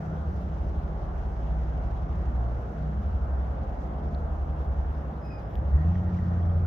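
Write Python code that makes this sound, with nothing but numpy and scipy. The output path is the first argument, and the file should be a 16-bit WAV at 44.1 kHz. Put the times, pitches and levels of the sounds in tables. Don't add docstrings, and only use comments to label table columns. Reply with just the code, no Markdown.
import sys
import numpy as np
from scipy import signal
from scipy.fft import rfft, irfft, next_fast_len
from scipy.io import wavfile
from scipy.ndimage import uniform_filter1d

SR = 44100
rng = np.random.default_rng(int(sys.argv[2]) if len(sys.argv) > 2 else 0)


def waveform_to_disk(signal):
    frames = np.transpose(np.atleast_2d(signal))
    scaled = np.clip(frames, -1, 1) * 32767
    samples = np.round(scaled).astype(np.int16)
    wavfile.write(sys.argv[1], SR, samples)


def boost_factor(decibels):
    exponent = np.asarray(decibels, float) / 20
    return 10 ** exponent


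N = 293706
TIME = np.arange(N) / SR


def bell(t_s, half_s):
    return np.exp(-((TIME - t_s) / half_s) ** 2)


def swells(rows, rest_db=-120):
    gain = boost_factor(rest_db) + sum(boost_factor(db) * bell(t_s, half_s) for t_s, db, half_s in rows)
    return 20 * np.log10(gain)


def walk(rate_hz):
    stride = 32
    hold = max(int(SR / stride / rate_hz), 1)
    steps = np.repeat(rng.standard_normal(N // stride // hold + 2), hold)
    coarse = uniform_filter1d(uniform_filter1d(steps, hold), hold)
    return 1.3 * np.interp(TIME, np.arange(len(coarse)) * stride / SR, coarse)


def tone(hz, db, wobble_rad, flutter_db, rate_hz):
    out = np.zeros(N)
    live = db > -110
    phase = 2 * np.pi * (np.cumsum(hz[live]) / SR + rng.random())
    phase = phase + wobble_rad * walk(rate_hz)[live]
    level_db = (db + flutter_db * walk(rate_hz))[live]
    out[live] = np.sqrt(2) * boost_factor(level_db) * np.sin(phase)
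    return out


# f/Hz, correlation, left minus right/dB
PORTS = [(100, .99, 1), (260, 0.93, -0.5), (430, 0.62, -0.4), (700, 0.32, -0.5), (1030, -0.19, -1),
         (2000, 0.03, 1), (2460, -0.061, 1.2), (3300, 0.5, 1), (4850, -.15, 0), (5970, .25, 0),
         (7600, -.3, 7), (9800, .1, 0.5), (12000, -.2, 5.5)]


def air(colour, db, swell_db, flicker_db, rate_hz):
    size = next_fast_len(N)
    octave = np.log2(np.maximum(np.arange(size // 2 + 1) * SR / size, 1))
    hz, colour_db = np.transpose(colour)
    port_hz, like, pan_db = np.transpose(PORTS)
    like = np.clip(np.interp(octave, np.log2(port_hz), like), -1, 1)
    pan = boost_factor(np.interp(octave, np.log2(port_hz), pan_db) / 2)
    mid, side = rfft(rng.standard_normal((2, size))) * np.sqrt([1 + like, 1 - like])
    shape = boost_factor(np.interp(octave, np.log2(hz), colour_db, left=-200, right=-200))
    ports = shape * np.array([(mid + side) * pan, (mid - side) / pan])
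    out = 0
    swell = walk(1.5)
    for centre in np.arange(np.log2(hz[0]), np.log2(hz[-1]) + 1 / 3, 1 / 3):
        share = np.clip(1 - 3 * abs(octave - centre), 0, 1)
        swell = 0.8 * swell + 0.6 * walk(1.5)
        band_db = swell_db * swell + flicker_db * walk(rate_hz)
        out = out + irfft(ports * share, size)[:, :N] * boost_factor(band_db)
    return out * boost_factor(db) / np.sqrt(np.mean(out ** 2))


# f/Hz, level/dB per Hz
RUSH_COLOUR = [(140, -32.5), (230, -3.5), (280, -4), (314, -5), (467, -6), (715, -3), (831, -5.5),
               (949, -10), (1380, -14), (2200, -29.5), (2860, -55), (4840, -120)]
# t/s, boost/dB, half length/s
GUSTS = [(.1, 1, .3), (2, 0.7, 0.45), (3.85, 1.1, .3), (6.5, 1.5, .2)]


def exhaust_rush():
    db = -44.5 - 0.1346 * TIME + sum(boost_db * bell(t_s, half_s) for t_s, boost_db, half_s in GUSTS)
    return air(RUSH_COLOUR, db + 3.0, swell_db=0.43, flicker_db=1.15, rate_hz=8)


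# t/s, f/Hz, level/dB
BLADES = [(0, 64.9, -47), (.4, 63.05, -35.5), (.6, 62.96, -30.5), (1, 61.6, -34), (1.2, 60.26, -37),
          (1.55, 60.22, -27.5), (2.15, 62.45, -34), (2.4, 61.35, -25.5), (2.62, 59.93, -32.5),
          (3.05, 65.2, -29), (3.35, 64.9, -26.5), (3.8, 63.2, -36), (4, 63.3, -33.5), (4.2, 62, -36.5),
          (4.8, 61.2, -31), (5.2, 61, -40), (5.6, 59.7, -33.5), (6, 57, -41.5)]
# t/s, level/dB, half length/s
SHAFT_SWELLS = [(1, -37, .5), (2, -38, 0.65), (3.2, -38, 0.23), (3.7, -37, .2), (4.3, -38.5, 0.37),
                (4.84, -36.5, 0.14)]
BEAT_SWELLS = [(.3, -31.5, 0.24), (.8, -34.5, 0.11), (1.2, -36, .12), (1.85, -38, 0.25), (2.2, -34.5, 0.14),
               (3.1, -34.5, .2), (3.6, -35, 0.13), (4.25, -31.5, 0.26), (4.8, -30, .3), (5.6, -30, .1)]
EXHAUST_SWELLS = [(.08, -38.5, 0.15), (.55, -42.5, 0.18), (.88, -40, 0.097), (1.62, -39, 0.21),
                  (2.12, -42.5, 0.16), (2.83, -37, .12), (3.4, -47, 0.31), (4.15, -41.5, .17),
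                  (4.58, -40.5, 0.12), (4.95, -45, 0.15), (5.25, -43, 0.092), (5.9, -42.5, 0.28),
                  (6.6, -42.5, .15)]
THIRD_SWELLS = [(.4, -45, 0.61), (2.1, -49, 0.32), (2.95, -47.5, .2), (3.6, -54, .3)]
INTAKE_SWELLS = [(3, -48.5, 0.29), (4.2, -52.5, .6), (5.2, -54.5, 0.17), (6.4, -46.5, 0.38)]


def drone():
    t_s, hz, db = np.transpose(BLADES)
    blade_hz = np.interp(TIME, t_s, hz)
    second_hz = blade_hz + 12.6 - 0.416 * TIME
    exhaust_hz = 158.5 - 1.5 * TIME
    lows = [(0.727 * blade_hz, swells(SHAFT_SWELLS, -54)),
            (blade_hz, np.interp(TIME, t_s, db)),
            (second_hz, swells(BEAT_SWELLS, -51))]
    highs = [(2.93 * blade_hz, swells(THIRD_SWELLS, -67)),
             (1.335 * exhaust_hz, swells(INTAKE_SWELLS, -66))]
    low = sum(tone(hz, db, wobble_rad=0.22, flutter_db=1.2, rate_hz=9) for hz, db in lows)
    high = sum(tone(hz, db, wobble_rad=0.15, flutter_db=2, rate_hz=10) for hz, db in highs)
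    exhaust_db = swells(EXHAUST_SWELLS, -58.5)
    return low + high + tone(exhaust_hz, exhaust_db, wobble_rad=0.11, flutter_db=1.5, rate_hz=12)


# f/Hz, level/dB per Hz
RUMBLE_COLOUR = [(14, -24.5), (32, -22.5), (42, -4.5), (60, -3.5), (100, -1), (130, -7), (190, -7.5),
                 (225, -12), (260, -27.5)]


def rumble():
    since_s = TIME - 5.49
    onset = (1 + np.tanh(since_s / 0.12)) / 2
    db = -39 - 1.12 * TIME + onset * (8 - 2 * since_s)
    return air(RUMBLE_COLOUR, db + 3.5, swell_db=1.1, flicker_db=0.0, rate_hz=5.4)


# f/Hz, level/dB per Hz
HISS_COLOUR = [(1700, -20), (2200, -2), (2700, -2), (3300, -5), (4300, -10.5), (5200, -11), (6200, -12.5),
               (7000, -19), (8000, -32)]
# t/s, level/dB, half length/s
TYRE_PUFFS = [(5.93, -79.5, 0.11), (6.15, -77.5, 0.052), (6.35, -84.5, 0.17)]


def hiss(stutter_db):
    db = swells(TYRE_PUFFS, -73.5 - 0.36 * TIME)
    return air(HISS_COLOUR, db + 7 + 0.6 * stutter_db, swell_db=0.4, flicker_db=1.4, rate_hz=20)


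# f/Hz, level/dB per Hz
CAPSULE_COLOUR = [(6500, -13.5), (7500, -4.5), (8200, -8), (9000, -5), (9800, -11.5), (10600, -5.5),
                  (11200, -0.5), (12200, -1), (13500, -4.5), (15800, -3.5)]


def capsule_noise(stutter_db):
    return air(CAPSULE_COLOUR, stutter_db - 82, swell_db=0.2, flicker_db=0.6, rate_hz=30)


# t/s, level/dB, half length/s
INSECT_BURSTS = [(2.75, -83.5, 0.23)]


def insects():
    hz = np.full(N, 5720.0)
    db = swells(INSECT_BURSTS, -80.5 - 3 * TIME)
    chorus = []
    for _ in range(2):
        throb = boost_factor(2.7 * walk(9) + 2.5 * walk(3.3))
        chorus.append(tone(hz, db, wobble_rad=2.3, flutter_db=2.0, rate_hz=900) * throb)
    return np.array(chorus) * boost_factor([[-2.5], [2.5]])


# t/s, level/dB, half length/s
MAINS_SWELLS = [(.6, -57, .3), (2.1, -55, .6), (4.5, -59, .8), (6.2, -53.5, .8)]


def mains_hum():
    db = swells(MAINS_SWELLS, -72)
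    return tone(np.full(N, 321.1), db, wobble_rad=0.17, flutter_db=1.0, rate_hz=9)


# t/s, f/Hz, glide/Hz per s,
# level/dB, half length/s
GLIDING_HUMS = [(1.92, 112.8, 9, -41.5, 0.17), (2.44, 117.7, 2, -35.5, .15), (6.22, 122.3, -13, -38, .22),
                (6.62, 117.5, 1, -41.5, .1), (5.72, 74, 13, -35, 0.3), (6.62, 47, 0.5, -38.5, .15),
                (6.1, 77, -7.5, -32.5, .2), (6.62, 75, 0, -36, .1)]


def gliding_hums():
    out = 0
    for t_s, hz, glide, db, half_s in GLIDING_HUMS:
        level_db = swells([(t_s, db, half_s)])
        out = out + tone(hz + glide * (TIME - t_s), level_db, wobble_rad=0.2, flutter_db=0.8, rate_hz=9)
    return out


# t/s, rms level/dB, length/s
RUSTLES = [(3.822, -70, .03), (4.6, -75, 0.032), (6.143, -70.5, 0.023), (6.19, -74, .015),
           (6.235, -72, .02)]


def rustle():
    band = signal.butter(4, [2000, 7000], "band", fs=SR, output="sos")
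    noise = signal.sosfilt(band, rng.standard_normal((2, N)))
    return 2 * noise * sum(boost_factor(db) * bell(t_s, length_s) for t_s, db, length_s in RUSTLES)


# t/s, level/dB, f/Hz, t60/s, left minus right/dB
TICKS = [(4.148, -48, 4160, 0.006, -1), (4.148, -56, 3780, 0.0055, 7), (5.555, -45.5, 3300, .004, 4),
         (5.555, -54, 2950, .007, 2), (5.555, -56, 4485, .0035, -6), (5.556, -59, 12000, .004, -7.5),
         (5.556, -66.5, 14800, .003, 1.5), (5.555, -66, 6507, .003, 0), (5.767, -62, 6803, 0.0045, 0),
         (5.796, -71, 5300, 0.0075, -7), (5.955, -45, 1892, 0.016, -1), (5.956, -63, 3420, .006, 1.5),
         (6.146, -52, 2300, .012, 0.5), (6.168, -62, 5320, 0.0097, 0), (6.188, -47, 1950, 0.0204, -1),
         (6.284, -61, 5210, .005, -1), (4.084, -50, 1500, 0.0075, -9), (4.09, -64, 5299, 0.0062, -3),
         (5.51, -69, 3300, 0.079, 0), (6.425, -64, 3300, 0.069, 1), (6.495, -63, 3210, 0.058, 0.5)]


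def ticks():
    out = np.zeros((2, N))
    t = np.arange(2048) / SR
    for t_s, db, hz, t60_s, pan_db in TICKS:
        push = 1 - np.exp(-t / 0.0006)
        ring = push * np.exp(-np.log(1000) * t / t60_s) * np.sin(2 * np.pi * hz * t)
        i = int(t_s * SR)
        port_db = db + np.array([[pan_db], [-pan_db]]) / 2
        out[:, i:i + 2048] += boost_factor(port_db) * ring / abs(ring).max()
    return out


# t/s, fundamental level/dB, half length/s, octave above fundamental/dB
GRABS = [
    [(5.262, -68, .032, 1), (5.312, -61, 0.01, -9), (5.342, -71, .025, 5), (5.445, -84, .025, 6)],
    [(5.327, -63.5, 0.025, -8), (5.385, -66, .033, -6)],
]
# delay/s, level/dB
SQUEAL_ECHOES = [(.011, -6), (.026, -12)]


def squeal():
    pads = 0
    for start_hz, sag_hz_per_s, grabs in zip((2533, 2463), (0, 110), GRABS):
        hz = start_hz - sag_hz_per_s * (TIME - 5.33)
        first_db = swells([(t_s, db, half_s) for t_s, db, half_s, _ in grabs])
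        octave_db = swells([(t_s, db + over_db, half_s) for t_s, db, half_s, over_db in grabs])
        pads = pads + tone(hz, first_db, wobble_rad=0.4, flutter_db=2.5, rate_hz=130)
        pads = pads + tone(2 * hz, octave_db, wobble_rad=0.8, flutter_db=2.5, rate_hz=160)
    ports = []
    for _ in range(2):
        echoes = sum(boost_factor(db) * np.roll(pads, int(delay_s * SR * rng.uniform(0.87, 1.2)))
                     for delay_s, db in SQUEAL_ECHOES)
        ports.append(pads + echoes)
    return np.array(ports)


# t/s, firing f/Hz, fundamental level/dB, octave level/dB
REV = [(5.4, 47.4, -42, -53), (5.56, 55.6, -36, -53), (5.7, 64.92, -35.5, -45), (5.8, 76.56, -25, -31.5),
       (5.91, 87.44, -23, -31.5), (6.04, 91.32, -32.5, -33.5), (6.3, 87.5, -28, -32),
       (6.45, 86.37, -23, -37), (6.66, 87.46, -24.5, -37.5)]
# f/Hz, width/Hz, boost/dB
BOOMS = [(57, 3, 6), (70.9, 3.4, 14)]


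def rev():
    t_s, hz, first_db, octave_db = np.transpose(REV)
    hz = np.interp(TIME, t_s, hz)
    span_s = np.r_[t_s[0] - 0.08, t_s, t_s[-1] + 0.08]
    first_db, octave_db = (np.interp(TIME, span_s, np.r_[-120, db, -120]) for db in (first_db, octave_db))
    first_db = first_db + sum(db * np.exp(-((hz - f) / width_hz) ** 2) for f, width_hz, db in BOOMS)
    first = tone(hz, first_db, wobble_rad=0.064, flutter_db=0.0, rate_hz=13)
    return first + tone(2 * hz, octave_db, wobble_rad=0.06, flutter_db=0.75, rate_hz=11)


# t/s, level/dB, half length/s
WHINE = [(5.81, -57.5, 0.052), (6.18, -63, 0.41)]


def gear_whine():
    hz = np.full(N, 1860.0)
    return np.array([tone(hz, swells(WHINE), wobble_rad=1.3, flutter_db=3, rate_hz=180)
                     for _ in range(2)])


def scene():
    stutter_db = 1.9 * walk(110)
    sky = exhaust_rush() + drone() + rumble() + hiss(stutter_db) + capsule_noise(stutter_db)
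    town = insects() + mains_hum() + gliding_hums()
    vehicle = squeal() + rev() + gear_whine()
    return sky + town + rustle() + ticks() + vehicle


def low_pass(x):
    return signal.sosfilt(signal.butter(12, 15720, fs=SR, output="sos"), x)


def record(dry):
    left = signal.sosfilt(signal.butter(1, 22, "high", fs=SR, output="sos"), dry[0])
    right = signal.sosfilt(signal.butter(1, 6, "high", fs=SR, output="sos"), dry[1])
    gate = np.sin(np.pi / 2 * np.clip(TIME / 0.004, 0, 1)) ** 2
    return low_pass(gate * np.array([left, right]))


dry = scene()
out = record(dry)
waveform_to_disk(out)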